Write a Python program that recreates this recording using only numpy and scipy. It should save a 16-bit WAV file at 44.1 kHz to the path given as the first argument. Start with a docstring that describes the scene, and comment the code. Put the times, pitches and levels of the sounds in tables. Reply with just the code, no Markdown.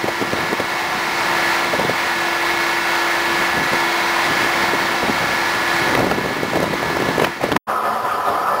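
"""A standing electric train, heard from its open door: fans and converters hum and whine.
Gusts buffet the microphone with low noise, slaps and cracks.
After a short silence, a platform at night: a machine throbs and drones in a few casing resonances.
A 32 kHz sample-and-hold onto the faster output grid mirrors every tone around 12 kHz."""
import sys
import numpy as np
from scipy import signal
from scipy.fft import rfft, irfft, next_fast_len
from scipy.io import wavfile
from scipy.ndimage import uniform_filter1d, map_coordinates

SR = 44100
rng = np.random.default_rng(int(sys.argv[2]) if len(sys.argv) > 2 else 0)


def materialize(psi):
    """Save the field psi as 16-bit PCM at rate SR to the path in sys.argv[1].

    A 1-D psi becomes a single channel; in a 2-D psi each row is a channel.
    """
    bounded = np.clip(np.atleast_2d(psi).T, -1, 1)
    quanta = np.round(bounded * 32767).astype(np.int16)
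    wavfile.write(sys.argv[1], SR, quanta)


N = 379260

# Train hum: t/s, relative level/dB
TRAIN_LEVEL = [(0.0, -26.5), (0.57, -25), (1.5, -21), (1.85, -23.5), (2.1, -22.5), (2.95, -21.5),
               (3.71, -22), (4.24, -20.5), (4.94, -22.5), (5.86, -21.5), (6.08, -26.5), (6.31, -28),
               (7.09, -25.5), (7.26, -28), (7.41, -33), (7.43, -27), (7.58, -33)]
# Fan air noise: f/Hz, relative density/dB
FAN_SPECTRUM = [(30, -26.5), (150, -17.5), (500, -9.5), (900, -2), (1580, -8), (1720, -3.5), (2200, -6),
                (2280, -9), (2800, -13.5), (3550, -15.5), (4100, -13.5), (6500, -23), (10000, -33.5),
                (15800, -90)]
# Motor and converter tones: f/Hz, relative level/dB
TRAIN_TONES = [(183, -46), (341.4, -31), (731.6, -37), (914.6, -35), (987.4, -35), (1050, -39), (1184, -40),
               (1365.8, -34), (1427, -40), (1466.9, -36), (1711.4, -28), (1880, -40), (1955.9, -36),
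               (2176, -36), (2200.4, -32), (2444.9, -38), (2665, -44), (2689.4, -42), (2955, -46),
               (3178.4, -44), (3398, -46), (3422.9, -44), (3693, -49), (3911.8, -45), (4597, -51),
               (4889.8, -51)]
# Lift of the tones above 1.5 kHz: t/s, gain/dB
WHINE_GAIN = [(0, 0), (1.2, -2), (2.2, 1.5), (4.5, 0), (5, -0.5), (6.2, 0), (7.6, -1)]
# Steady wind: t/s, relative level/dB
WIND_LEVEL = [(0.0, -42), (0.6, -40), (1.3, -37), (2.3, -43), (3.4, -41.5), (4.2, -40), (5.0, -33.5),
              (5.7, -36), (6.0, -24), (6.5, -29.5), (7.15, -26), (7.34, -42), (7.58, -28)]
# Buffeting: f/Hz, relative density/dB
BUFFET_SPECTRUM = [(25, -35), (60, -12), (150, -2), (300, -2), (600, -6.5), (1500, -17.5), (4000, -45),
                   (15000, -73.5)]
# Soft gusts: peak t/s, relative level/dB, half length/s
SOFT_GUSTS = [(0.407, -31.5, .1), (0.98, -35, 0.041), (1.344, -40, 0.045), (1.685, -30.5, 0.025),
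              (3.307, -31.5, .03), (3.41, -32, 0.024), (3.59, -24, 0.037), (4.312, -25.5, 0.034),
              (4.44, -27, 0.037), (4.645, -32, 0.044), (4.853, -41.5, 0.032), (5.244, -29, 0.028),
              (5.33, -29.5, 0.024), (5.82, -30, 0.028)]
# Wind slaps: peak t/s, relative level/dB, f/Hz, relative crack gain/dB, decay scale/ms
WIND_SLAPS = [(0.043, -10.5, 392, -22, 2.1), (0.086, -12, 462, -21, 5.8), (0.215, -12.5, 407, -20, 2.1),
              (0.227, -12, 455, -23, 2.7), (0.334, -10, 403, -13, 1.8), (0.386, -15, 530, -10, 1.1),
              (0.531, -9, 570, -17, 1.9), (0.602, -11.5, 586, -8, 2.8), (1.739, -10, 530, -13, 2.2),
              (1.797, -10, 513, -25, 2.2), (1.849, -13, 345, -20, 3.8), (1.897, -8, 460, -20, 2),
              (3.735, -10, 390, -20, 2.8), (4.737, -8.5, 400, -21, 1.4), (5.031, -13.5, 534, -20, 2),
              (5.084, -13.5, 630, -18, 1.3), (5.097, -13, 436, -11, 1.4), (5.883, -13, 487, -14, 1.4),
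              (5.952, -10.5, 550, 1, 1.7), (5.977, -9, 520, -11, 2), (5.994, -8.5, 554, -22, 1.7),
              (6.008, -12, 470, -20, 1.7), (6.046, -10.5, 295, -26, 4), (6.07, -12, 302, -26, 2.9),
              (6.101, -11, 344, -26, 1.7), (6.114, -10.5, 700, -4, 1.8), (6.186, -12, 337, -26, 1.8),
              (6.262, -10.5, 440, -24, 1.5), (6.368, -15, 344, -24, 2.6), (6.433, -10.5, 557, -20, 1.8),
              (6.535, -13, 610, -22, 1.4), (6.558, -10.5, 600, -15, 2.2), (6.573, -11.5, 720, -22, 2.6),
              (6.604, -7.5, 500, -22, 1.2), (6.63, -9, 440, -26, 3.4), (6.642, -12, 594, -20, 2),
              (6.739, -14, 436, -26, 5.4), (6.83, -12.5, 710, -20, 1.1), (6.858, -17, 640, -8, 1.3),
              (6.902, -14, 700, -11, 1.3), (6.971, -11, 530, -18, 1.5), (7.002, -10.5, 476, -17, 1.3),
              (7.023, -13, 270, -9, 2.1), (7.089, -12, 497, -25, 1.4), (7.182, -7.5, 430, -19, 1.6),
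              (7.199, -11.5, 515, -1, 2.6), (7.222, -7.5, 567, -15, 3.7), (7.237, -12, 619.4, -10.5, 3.6),
              (7.247, -12, 764, 0.5, 4.4), (7.271, -15.5, 640, -19, 3.8), (7.415, -14.5, 630, -21.5, 2.3),
              (7.44, -9.5, 550, -14, 3.5), (7.49, -14, 504, -16, 2), (7.519, -13.5, 450, 2, 1.8),
              (7.525, -9, 386, 0, 0.73), (7.565, -5.5, 740, -4.5, 1.76)]
# Night machine resonances: f/Hz, width/Hz, relative level/dB
CASING_MODES = [(218.6, 16, -9), (412, 28, -7.5), (492, 15, -5), (570, 30, -3), (710, 51, -2.5),
                (760, 60, -3), (1006, 38, 2.5), (1040, 20, -7), (1257, 130, 0), (1400, 30, -8.5),
                (1742, 20, -6)]
# Night machine broad noise: f/Hz, relative density/dB
DRONE_SPECTRUM = [(25, -64), (80, -19.5), (200, -19.5), (450, -11.5), (800, -7), (1250, -3.5),
                  (1600, -14.5), (2100, -21.5), (3200, -26.5), (4100, -31), (4500, -28), (5500, -32),
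                  (6000, -37.5), (15800, -47.5)]


def train():
    """Fan noise under wavering motor and converter tones, plus faint shaft harmonics."""
    shaft_hz = 24.449
    t, whine_db = np.arange(N) / SR, curve(WHINE_GAIN)
    tones = np.zeros(N)
    for hz, db in TRAIN_TONES:
        gain = amp(db + (hz > 1500) * whine_db + 2 * wobble(5))
        tones += gain * np.sin(2 * np.pi * (hz * t + rng.random()) + hz / 5000 * wobble(8))
    pattern = rng.standard_normal(SR // 10)  # repeats each turn
    turns = shaft_hz * t + 0.00036 * wobble(8)
    shaft = map_coordinates(pattern, [turns % 1 * len(pattern)], mode="grid-wrap")
    air = amp(0.6 * wobble(12)) * noise(colour(FAN_SPECTRUM), patchy_db=0.78)
    air += amp(-7) * unit(filtered(shaft, colour(FAN_SPECTRUM)))
    return amp(curve(TRAIN_LEVEL) + 1) * (air + amp(22.5) * tones)


def wind_buffet():
    """Eddies on the microphone port: lumpy low noise, swelling in gusts and around each slap."""
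    puff_db, puff_rise_s, puff_fall_s = -17, 0.011, 0.023
    lumps = amp(1.5 * wobble(35) + 2.5 * wobble(150)) * rng.standard_normal(N)
    gusts = [(s, db, half_s, half_s) for s, db, half_s in SOFT_GUSTS]
    puffs = [(s, db + puff_db, puff_rise_s, puff_fall_s) for s, db, *_ in WIND_SLAPS]
    level_db = swells(curve(WIND_LEVEL), gusts + puffs)
    return amp(level_db + 2) * unit(filtered(lumps, colour(BUFFET_SPECTRUM)))


def wind_slaps():
    """Eddies burst on the port: a sharp push and a crack amid a few uneven, slowing swings."""
    swings, cracks, half = np.zeros(N + SR), np.zeros(N + SR), SR // 50
    t = np.arange(-half, half) / SR
    push = 0.7 * np.exp(-(t / 0.0003) ** 2)
    from_peak_ms = 1000 * np.where(t < 0, -1.1 * t, t)  # rise faster than fall
    for peak_s, db, hz, crack_db, decay_ms in WIND_SLAPS:
        start = round(peak_s * SR) - half
        span = slice(start, start + len(t))
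        decay = from_peak_ms / decay_ms
        drift = np.cumsum(rng.standard_normal(len(t))) / np.sqrt(SR / hz)
        phase = 2 * np.pi * hz * (t - 40 * t * t) + 1.46 * (drift - drift[half])
        swing = np.exp(-(decay / 1.72) ** 0.97) * np.cos(phase)
        swings[span] += rng.choice([-1, 1]) * amp(db) * (push + swing)
        cracks[span] += amp(db + crack_db) * np.exp(-decay / 1.05) * rng.standard_normal(len(t))
    highpass = lambda f: (1j * f / 120 / (1 + 1j * f / 120)) ** 2
    bandpass = lambda f: 1j * f * 2500 / (1800 ** 2 - f * f + 1j * f * 2500) / (1 + 1j * f / 3500) ** 3
    return filtered(swings[:N], highpass) + amp(13.5) * filtered(cracks[:N], bandpass)


def night_machine():
    """Noise rings in the casing and throbs evenly; the broad hiss is steadier."""
    steady_db, throb_db = -27, -21.5
    first_s, period_s, rise_s, fall_s = 7.655, 0.2077, 0.022, 0.14
    level_db = swells(steady_db, [(first_s + k * period_s, throb_db, rise_s, fall_s) for k in range(5)])
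    casing = lambda f: np.sqrt(sum(amp(2 * db) / (1 + (2 * (f - hz) / width_hz) ** 2) ** 2
                                   for hz, width_hz, db in CASING_MODES))
    ring = amp(level_db + 0.88 * wobble(30)) * noise(casing, patchy_db=1.5)
    hiss_db = 0.54 * level_db - 10.34 + 0.75 * wobble(33)
    return ring + amp(hiss_db) * noise(colour(DRONE_SPECTRUM), patchy_db=2.0)


def amp(db):
    """dB to gain."""
    return 10 ** (np.asarray(db) / 20)


def unit(x):
    """x at rms 1."""
    return x / np.sqrt(np.mean(x ** 2) + 1e-20)


def curve(rows):
    """Rows (t/s, level/dB) to dB per sample."""
    times_s, db = np.transpose(rows)
    return np.interp(np.arange(N) / SR, times_s, db)


def swells(steady_db, rows):
    """Power sum in dB of a steady level and swells (t/s, level/dB, rise/s, fall/s)."""
    t = np.arange(N) / SR
    power = sum(amp(2 * db) * np.exp(-((t - s) / np.where(t < s, rise_s, fall_s)) ** 2)
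                for s, db, rise_s, fall_s in rows)
    return 10 * np.log10(amp(2 * steady_db) + power)


def wobble(rate_hz):
    """Smooth random curve, knots at rate_hz."""
    knots = rng.standard_normal(int(N * rate_hz / SR) + 4)
    return map_coordinates(knots, [np.arange(N) * rate_hz / SR])


def filtered(x, response):
    """FFT filter with gain response(f/Hz)."""
    size = next_fast_len(N + 8192)
    return irfft(rfft(x, size) * response(np.fft.rfftfreq(size, 1 / SR)), size)[:N]


def colour(rows):
    """Response through rows (f/Hz, level/dB) on a log axis."""
    hz, db = np.transpose(rows)
    return lambda f: amp(np.interp(np.log(f + 1), np.log(hz + 1), db))


def noise(response, patchy_db):
    """Coloured noise, rms 1, with random gain patches in time and frequency."""
    bins = signal.stft(rng.standard_normal(N), nperseg=512)[2]
    patches = uniform_filter1d(rng.standard_normal(bins.shape), size=6, axis=0)
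    patches = unit(uniform_filter1d(patches, size=10, axis=1))
    patchy = signal.istft(bins * amp(patchy_db * patches), nperseg=512)[1][:N]
    return unit(filtered(patchy, response))


def scene():
    """Train and wind, silence, night machine; dual mono."""
    day_end_s, night_start_s = 7.579, 7.668
    t = np.arange(N) / SR
    day = np.clip((day_end_s - t) / 0.0096, 0, 1)
    night = np.clip((t - night_start_s) / 0.028, 0, 1)
    mono = day * (train() + wind_buffet() + wind_slaps()) + night * night_machine()
    return np.array([mono, mono])


def record(dry):
    """Soft clip, sample-and-hold restarted each block, band limit."""
    hold_hz, top_hz, block_samples = 32000, 15750, 1587
    clipped = dry[0] / (1 + np.abs(dry[0] / 0.75) ** 6) ** (1 / 6)
    block, offset = np.divmod(np.arange(N), block_samples)
    held_at = block * block_samples + np.floor(offset * hold_hz / SR) * SR / hold_hz
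    mono = filtered(map_coordinates(clipped, [held_at]), lambda f: f < top_hz)
    return np.array([mono, mono])


dry = scene()
out = record(dry)
materialize(out)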